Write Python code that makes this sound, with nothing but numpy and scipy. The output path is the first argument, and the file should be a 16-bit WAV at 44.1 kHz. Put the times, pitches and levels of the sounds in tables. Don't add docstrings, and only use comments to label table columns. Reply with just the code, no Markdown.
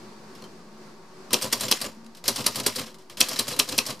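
import sys
import numpy as np
from scipy import signal
from scipy.fft import rfft, irfft
from scipy.io import wavfile
from scipy.ndimage import uniform_filter1d

SR = 44100
rng = np.random.default_rng(int(sys.argv[2]) if len(sys.argv) > 2 else 0)


def generate_wav(sig):
    pcm = np.round(np.clip(np.atleast_2d(sig).T, -1, 1) * 32767).astype(np.int16)
    wavfile.write(sys.argv[1], SR, pcm)


def gain_from_db(level_db):
    decades = np.asarray(level_db, float) / 20
    return 10 ** decades


N = 176400
WIDTH_DB = -25


def unit(x):
    return x / np.sqrt(np.mean(x ** 2))


def band(x, hz, width):
    return signal.lfilter(*signal.iirpeak(hz, hz / width, fs=SR), x)


def curve(points, hz):
    point_hz, point_db = np.transpose(points)
    return np.interp(np.log(hz), np.log(point_hz), point_db)


def walk(rate):
    k = int(SR / rate)
    steps = np.repeat(rng.standard_normal(N // k + 1), k)
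    return unit(uniform_filter1d(uniform_filter1d(steps, k), k)[:N])


def swell(times, levels_db, rise, hold, t60):
    out = np.zeros(N)
    for start, db, fade in np.broadcast(times, levels_db, t60):
        end = min(int((start + rise + hold + 0.66 * fade) * SR), N)
        u = np.arange(int(start * SR), end)
        age = u / SR - start
        fall_db = 60 * np.maximum(age - rise - hold, 0) / fade
        out[u] += np.clip(age / rise, 0, 1) ** 2 * gain_from_db(db - fall_db)
    return out


# t/s, clatter level/dB, frame thump level/dB, slug lands after t/s, slap level/dB
STROKES = [
    (1.3295, -13, -21.5, 0.013, 2),
    (1.5247, -16, -25.5, 0.0044, -34),
    (1.711, -13.5, -24, 0.013, 3.5),
    (2.278, -15, -24, 0.0017, -34),
    (2.4609, -15.5, -25, 0.004, -38),
    (2.6613, -14.5, -23, 0.0047, -26),
    (3.2028, -12.5, -24.5, 0.01, 8),
    (3.388, -18, -27, 0.0049, -25),
    (3.5896, -14.5, -24, 0.0092, 6),
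    (3.7779, -15.5, -24.5, 0.01, 5),
]
# escapement click t/s, level/dB, bar falls back after t/s, rattle level/dB, frame level/dB
RETURNS = [(1.4197, -16.5, 0.023, -32.5, -30.5), (1.6069, -17.5, 0.025, -30, -29.5),
           (1.8132, -18.5, 0.027, -37.5, -31.5), (2.359, -19.5, 0.026, -30.5, -29),
           (2.5562, -18.5, 0.021, -33, -29.5), (2.758, -19.5, 0.029, -29, -30.5),
           (3.285, -22, 0.027, -35, -35.5), (3.479, -19, 0.032, -31, -33.5),
           (3.688, -21, 0.031, -32.5, -31), (3.8629, -20.5, 0.023, -34.5, -36)]
# t/s, level/dB, frame level/dB, t60/s
TICKS = [(.35, -49, -61, 0.25), (0.4202, -45, -40.5, 0.037), (.438, -46.5, -44, 0.09),
         (1.3056, -37.5, -33.5, 0.2), (1.412, -34, -36, .08), (1.515, -38, -43, 0.23),
         (1.5973, -33.5, -43, 0.092), (1.6504, -42, -60, 0.068), (1.6814, -28.5, -36.5, 0.1),
         (1.861, -37, -53, 0.037), (2.044, -53, -51, 0.073), (2.062, -46, -65, 0.039),
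         (2.1477, -46, -55, 0.12), (2.1687, -46.5, -53, 0.13), (2.2394, -33.5, -36, 0.087),
         (2.255, -32.5, -51, 0.33), (2.441, -32.5, -38.5, 0.14), (2.545, -37, -39, 0.11),
         (2.5981, -26.5, -34, 0.035), (2.6327, -36, -41, 0.16), (2.75, -38.5, -39, 0.13),
         (2.864, -46, -50, 0.25), (2.9427, -44.5, -46, 0.057), (2.9834, -50.5, -59, 0.34),
         (3.0963, -41, -44, 0.19), (3.17, -33.5, -41, 0.39), (3.359, -32, -43, 0.28),
         (3.469, -35, -37, 0.18), (3.562, -32.5, -39.5, 0.07), (3.9022, -33.5, -46, 0.1),
         (1.6335, -40, -45, 0.041), (1.803, -38, -40, .1), (1.8417, -33.5, -50, 0.04), (2.35, -43, -45, .1),
         (2.387, -39, -44, 0.03), (3.274, -45, -45, .1), (3.311, -45, -45, 0.029), (3.33, -32, -45, 0.073),
         (3.676, -38, -37, .12), (3.738, -42, -54, 0.099), (3.853, -40, -42, .1), (3.892, -46, -35, 0.036),
         (3.992, -47, -58, .05)]
# f/Hz, width f/Hz, clatter level/dB, escapement level/dB, rattle level/dB
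STEEL = [(1910, 1260, -5.5, -13, 0), (2980, 800, -8, -18.5, -2.5), (3313, 510, -4, -10.5, -5.5),
         (4060, 380, -0.5, -8.5, -1.5), (4670, 300, -1, -8.5, -5), (5350, 1160, 2.5, -5.5, 2),
         (7030, 990, -6, -13, -4.5), (8500, 1900, -10.5, -42, -4), (8430, 380, -5.5, -9.5, -29),
         (9730, 3900, 4, -3, -7.5), (11700, 3200, -1.5, -12, -5), (13700, 2600, -13.5, -18, -15)]
# f/Hz, width f/Hz, thump level/dB, rattle level/dB
FRAME = [(68.4, 46, -57, -5), (124.7, 35, -13, -4), (240, 87, -8, 1.5), (333, 230, 2, -11.5),
         (405, 26, -3, -7.5), (510, 30.7, -9.5, -1.5), (619, 165, 3, -2.5), (1030, 285, 5.5, -0.5),
         (1193, 160, -3, -8)]


def typewriter():
    stroke_s, clatter_db, thump_db, _, _ = np.transpose(STROKES)
    click_s, click_db, fall_after, rattle_db, frame_db = np.transpose(RETURNS)
    tick_s, tick_db, tick_frame_db, tick_t60 = np.transpose(TICKS)
    escape_shape = dict(rise=0.00059, hold=0.0054, t60=0.056)
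    fall_shape = dict(rise=0.018, hold=0.012, t60=0.2)
    fall_s = click_s + fall_after - 0.018

    clatter = swell(stroke_s, clatter_db, rise=0.0022, hold=0.0035, t60=0.05)

    rattle = swell(stroke_s, clatter_db - 19, rise=0.0081, hold=0.0094, t60=0.45)
    rattle += swell(fall_s, rattle_db, **fall_shape)
    rattle *= gain_from_db(2.2 * walk(250))
    rattle += swell(stroke_s - 0.01, clatter_db - 21, rise=0.01, hold=0.001, t60=0.015)
    rattle += swell(tick_s, tick_db, rise=0.00099, hold=0.00053, t60=tick_t60)

    escape = swell(click_s, click_db, **escape_shape)
    escape += swell(tick_s, tick_db - 3, rise=0.00099, hold=0.00077, t60=0.019)

    thump = swell(stroke_s, thump_db - 6, rise=0.00347, hold=0.0096, t60=0.13)
    knock = swell(fall_s, frame_db, **fall_shape)
    knock += swell(tick_s, tick_frame_db, rise=0.0012, hold=0.0029, t60=1.98 * tick_t60)
    knock += swell(click_s, click_db - 17, **escape_shape)

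    steel = ring(STEEL, (clatter, escape, rattle))
    frame = ring(FRAME, (thump, knock))
    return steel + frame + slug_slaps() + key_thuds() + steel_pings() + frame_rings()


def clicks():
    hit = rng.random(N) < 5000 / SR
    uneven_db = 2 * np.minimum(rng.exponential(size=N), 2.0)
    return unit(hit * rng.standard_normal(N) * gain_from_db(uneven_db))


# f/Hz, side against mid level/dB
SPREAD = [(200, -22), (380, -20), (1290, -8), (2380, -15), (4400, -13), (9000, -10)]


def ring(modes, drives):
    out = np.zeros((2, N))
    for hz, width, *levels_db in modes:
        drive = sum(gain_from_db(db) * movement for db, movement in zip(levels_db, drives))
        drive = drive * np.sqrt(SR / width) * 0.19
        knocks = clicks() * gain_from_db(1.36 * walk(120))
        side = np.roll(knocks, N // 3) * gain_from_db(curve(SPREAD, hz))
        both = np.array([knocks, side]) * drive
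        out += band(band(both, hz, 1.47 * width), hz, 1.47 * width)
    return out


def blow(modes, rise):
    u = np.arange(int(0.1 * SR)) / SR
    out = np.zeros(len(u))
    for hz, db, t60 in modes:
        level_luck, pitch_luck = rng.standard_normal(2)
        tone = np.sin(2 * np.pi * hz * (1 + 0.015 * pitch_luck) * u)
        out += gain_from_db(db + 1.6 * level_luck - 60 * u / t60) * tone
    return out * (1 - np.exp(-u / rise))


def add_at(out, start, sound):
    i = int(start * SR)
    out[0, i:i + len(sound)] += sound


# f/Hz, level/dB, t60/s
PLATEN = [(2720, -3, .006), (3200, 0, .005), (4100, -3, .007), (4900, -5, .004), (5650, 2, .0045),
          (7050, -6, .004), (7900, -9, .004)]


def slug_slaps():
    out = np.zeros((2, N))
    highpass = signal.butter(4, 2300, "high", fs=SR, output="sos")
    for start, _, _, after, db in STROKES:
        slap = signal.sosfilt(highpass, blow(PLATEN, rise=0.00035))
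        add_at(out, start + after, gain_from_db(db - 4.0) * slap)
        add_at(out, start + after + 0.0039, gain_from_db(db - 15) * slap)
    out[1] = gain_from_db(WIDTH_DB) * band(out[0], 7000, 7900)
    return out


# f/Hz, level/dB, t60/s
THUD = [(245, -8, .05), (320, 1, .02), (420, 1, .02)]


def key_thuds():
    out = np.zeros((2, N))
    for start, _, thump_db, _, _ in STROKES:
        thud = gain_from_db(thump_db + 3) * band(blow(THUD, rise=0.001), 303, 420)
        add_at(out, start + 0.00347, thud)
        add_at(out, start + 0.00347 + 0.017, gain_from_db(-7.5) * thud)
    out[1] = gain_from_db(WIDTH_DB) * band(out[0], 7000, 7900)
    return out


def decaying_tones(rows, rise):
    out = np.zeros((2, N + SR))
    u = np.arange(SR // 4) / SR
    for start, hz, db, t60 in rows:
        tone = gain_from_db(db - 60 * u / t60) * np.sin(2 * np.pi * hz * u)
        add_at(out, start, tone * (1 - np.exp(-u / rise)))
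    out[1] = gain_from_db(WIDTH_DB) * out[0]
    return out[:, :N]


# t/s, f/Hz, level/dB, t60/s
PINGS = [(.4225, 4300, -41, 0.033), (0.4398, 3120, -44, 0.065), (.4395, 4280, -42, .04),
         (1.3182, 5600, -28, 0.025), (1.461, 7200, -28, 0.027), (1.6504, 7220, -21, 0.027),
         (1.739, 6700, -22, 0.025), (1.861, 7100, -30, 0.042), (2.761, 4530, -31, 0.082),
         (3.228, 6560, -13, 0.014), (3.535, 3980, -28, .06), (.351, 5400, -47, 0.037),
         (.359, 5320, -45, .04), (1.4215, 8260, -23, .04), (1.8145, 8100, -29, .035),
         (1.822, 5500, -28, .025), (1.822, 1160, -29, 0.025), (2.2825, 4190, -9, 0.023),
         (2.4645, 9750, -9, 0.019), (2.466, 3740, -19, 0.018), (3.361, 3870, -26, .03),
         (3.395, 4020, -17, .03), (3.694, 3970, -30, .04), (3.863, 5370, -28, .03),
         (3.906, 4000, -32, 0.053)]


def steel_pings():
    return decaying_tones(PINGS, rise=0.0009)


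# t/s, f/Hz,
# level/dB, t60/s
BODY = [(1.334, 496, -22, .1), (1.334, 373, -24, 0.15), (1.45, 508, -34, 0.066), (1.53, 233, -32, 0.21),
        (1.545, 110, -43, 0.29), (1.64, 250, -36, .2), (1.64, 642, -33, 0.091), (1.716, 405, -25.5, 0.11),
        (1.73, 513, -41, .08), (1.85, 511, -39, 0.15), (1.97, 228.2, -43, .5), (2.05, 228, -42, 0.33),
        (2.283, 393, -28, 0.12), (2.295, 241, -32, 0.23), (2.3, 110, -40, .3), (2.475, 238, -32, 0.22),
        (2.48, 110, -41, 0.28), (2.665, 400, -25.5, 0.066), (2.67, 106, -38, 0.27), (2.68, 240, -35, 0.23),
        (3.207, 300, -23.5, 0.05), (3.205, 100, -33, 0.12), (3.395, 107, -40.5, .35), (3.4, 243, -32, 0.17),
        (3.595, 247, -30, 0.18), (3.6, 111, -46, 0.48), (3.785, 246, -37.5, 0.24), (3.783, 110, -39, .15),
        (3.89, 635, -32, 0.089), (3.315, 640, -32, .08)]


def frame_rings():
    return decaying_tones(BODY, rise=0.0018)


def room_echo(near):
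    t60, level_db = 0.16, -16
    u = np.arange(int(t60 * SR)) / SR
    echo = rng.standard_normal((2, len(u))) * gain_from_db(-60 * u / t60) * np.clip(u / 0.013, 0, 1)
    echo = signal.lfilter([1], [1, -0.35], echo)
    echo = echo / np.sqrt(np.sum(echo[0] ** 2)) * gain_from_db([[level_db], [level_db - 5.5]])
    return signal.fftconvolve(near[:1], echo, axes=1)[:, :N]


# f/Hz, level/dB
AIR = [(30, -2.5), (70, -31.5), (120, -13.5), (300, -12.5), (1500, -23.5), (3300, -33), (4600, -27.5),
       (15000, -49)]
# f/Hz, width f/Hz, level/dB
HUMS = [(214.6, 20.5, -52.5), (368.7, 31, -53), (168.7, 18, -56), (929, 82, -61), (1132, 135, -60)]
# t/s, level/dB
GAIN = [(0, 0), (.5, -1.5), (1.3, -2), (1.9, -4), (2.2, -6), (2.9, -4), (3.1, -8), (4, -3.5)]


def room_tone():
    hz = np.fft.rfftfreq(N, 1 / SR) + 1
    air = irfft(rfft(rng.standard_normal((2, N))) * gain_from_db(curve(AIR, hz)), N)
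    out = unit(air) * gain_from_db(-46.5 + 1.0 * walk(7.67))
    for f, width, db in HUMS:
        hum = band(band(rng.standard_normal(N), f, width), f, width)
        out[0] += unit(hum) * gain_from_db(db + 2.0 * walk(5.75))
    out[1] = gain_from_db(-3.0) * (out[1] - band(out[1], 193, 520))
    gain_s, gain_db = np.transpose(GAIN)
    return out * gain_from_db(np.interp(np.arange(N) / SR, gain_s, gain_db))


def scene():
    near = typewriter()
    mid, side = near + room_echo(near) + room_tone()
    pan_db = 0.6
    return np.array([(mid + side) * gain_from_db(pan_db / 2), (mid - side) * gain_from_db(-pan_db / 2)])


def band_limit(x):
    return signal.sosfilt(signal.butter(12, 16410, fs=SR, output="sos"), x)


def record(dry):
    top_cut = signal.ellip(6, 0.5, 32, 15200, fs=SR, output="sos")
    bass_cut = signal.butter(2, 102.6, "high", fs=SR, output="sos")
    heard = signal.sosfilt(bass_cut, signal.sosfilt(top_cut, dry)) - 0.003
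    mix = np.clip(heard, -1, 1)
    return band_limit(mix)


dry = scene()
out = record(dry)
generate_wav(out)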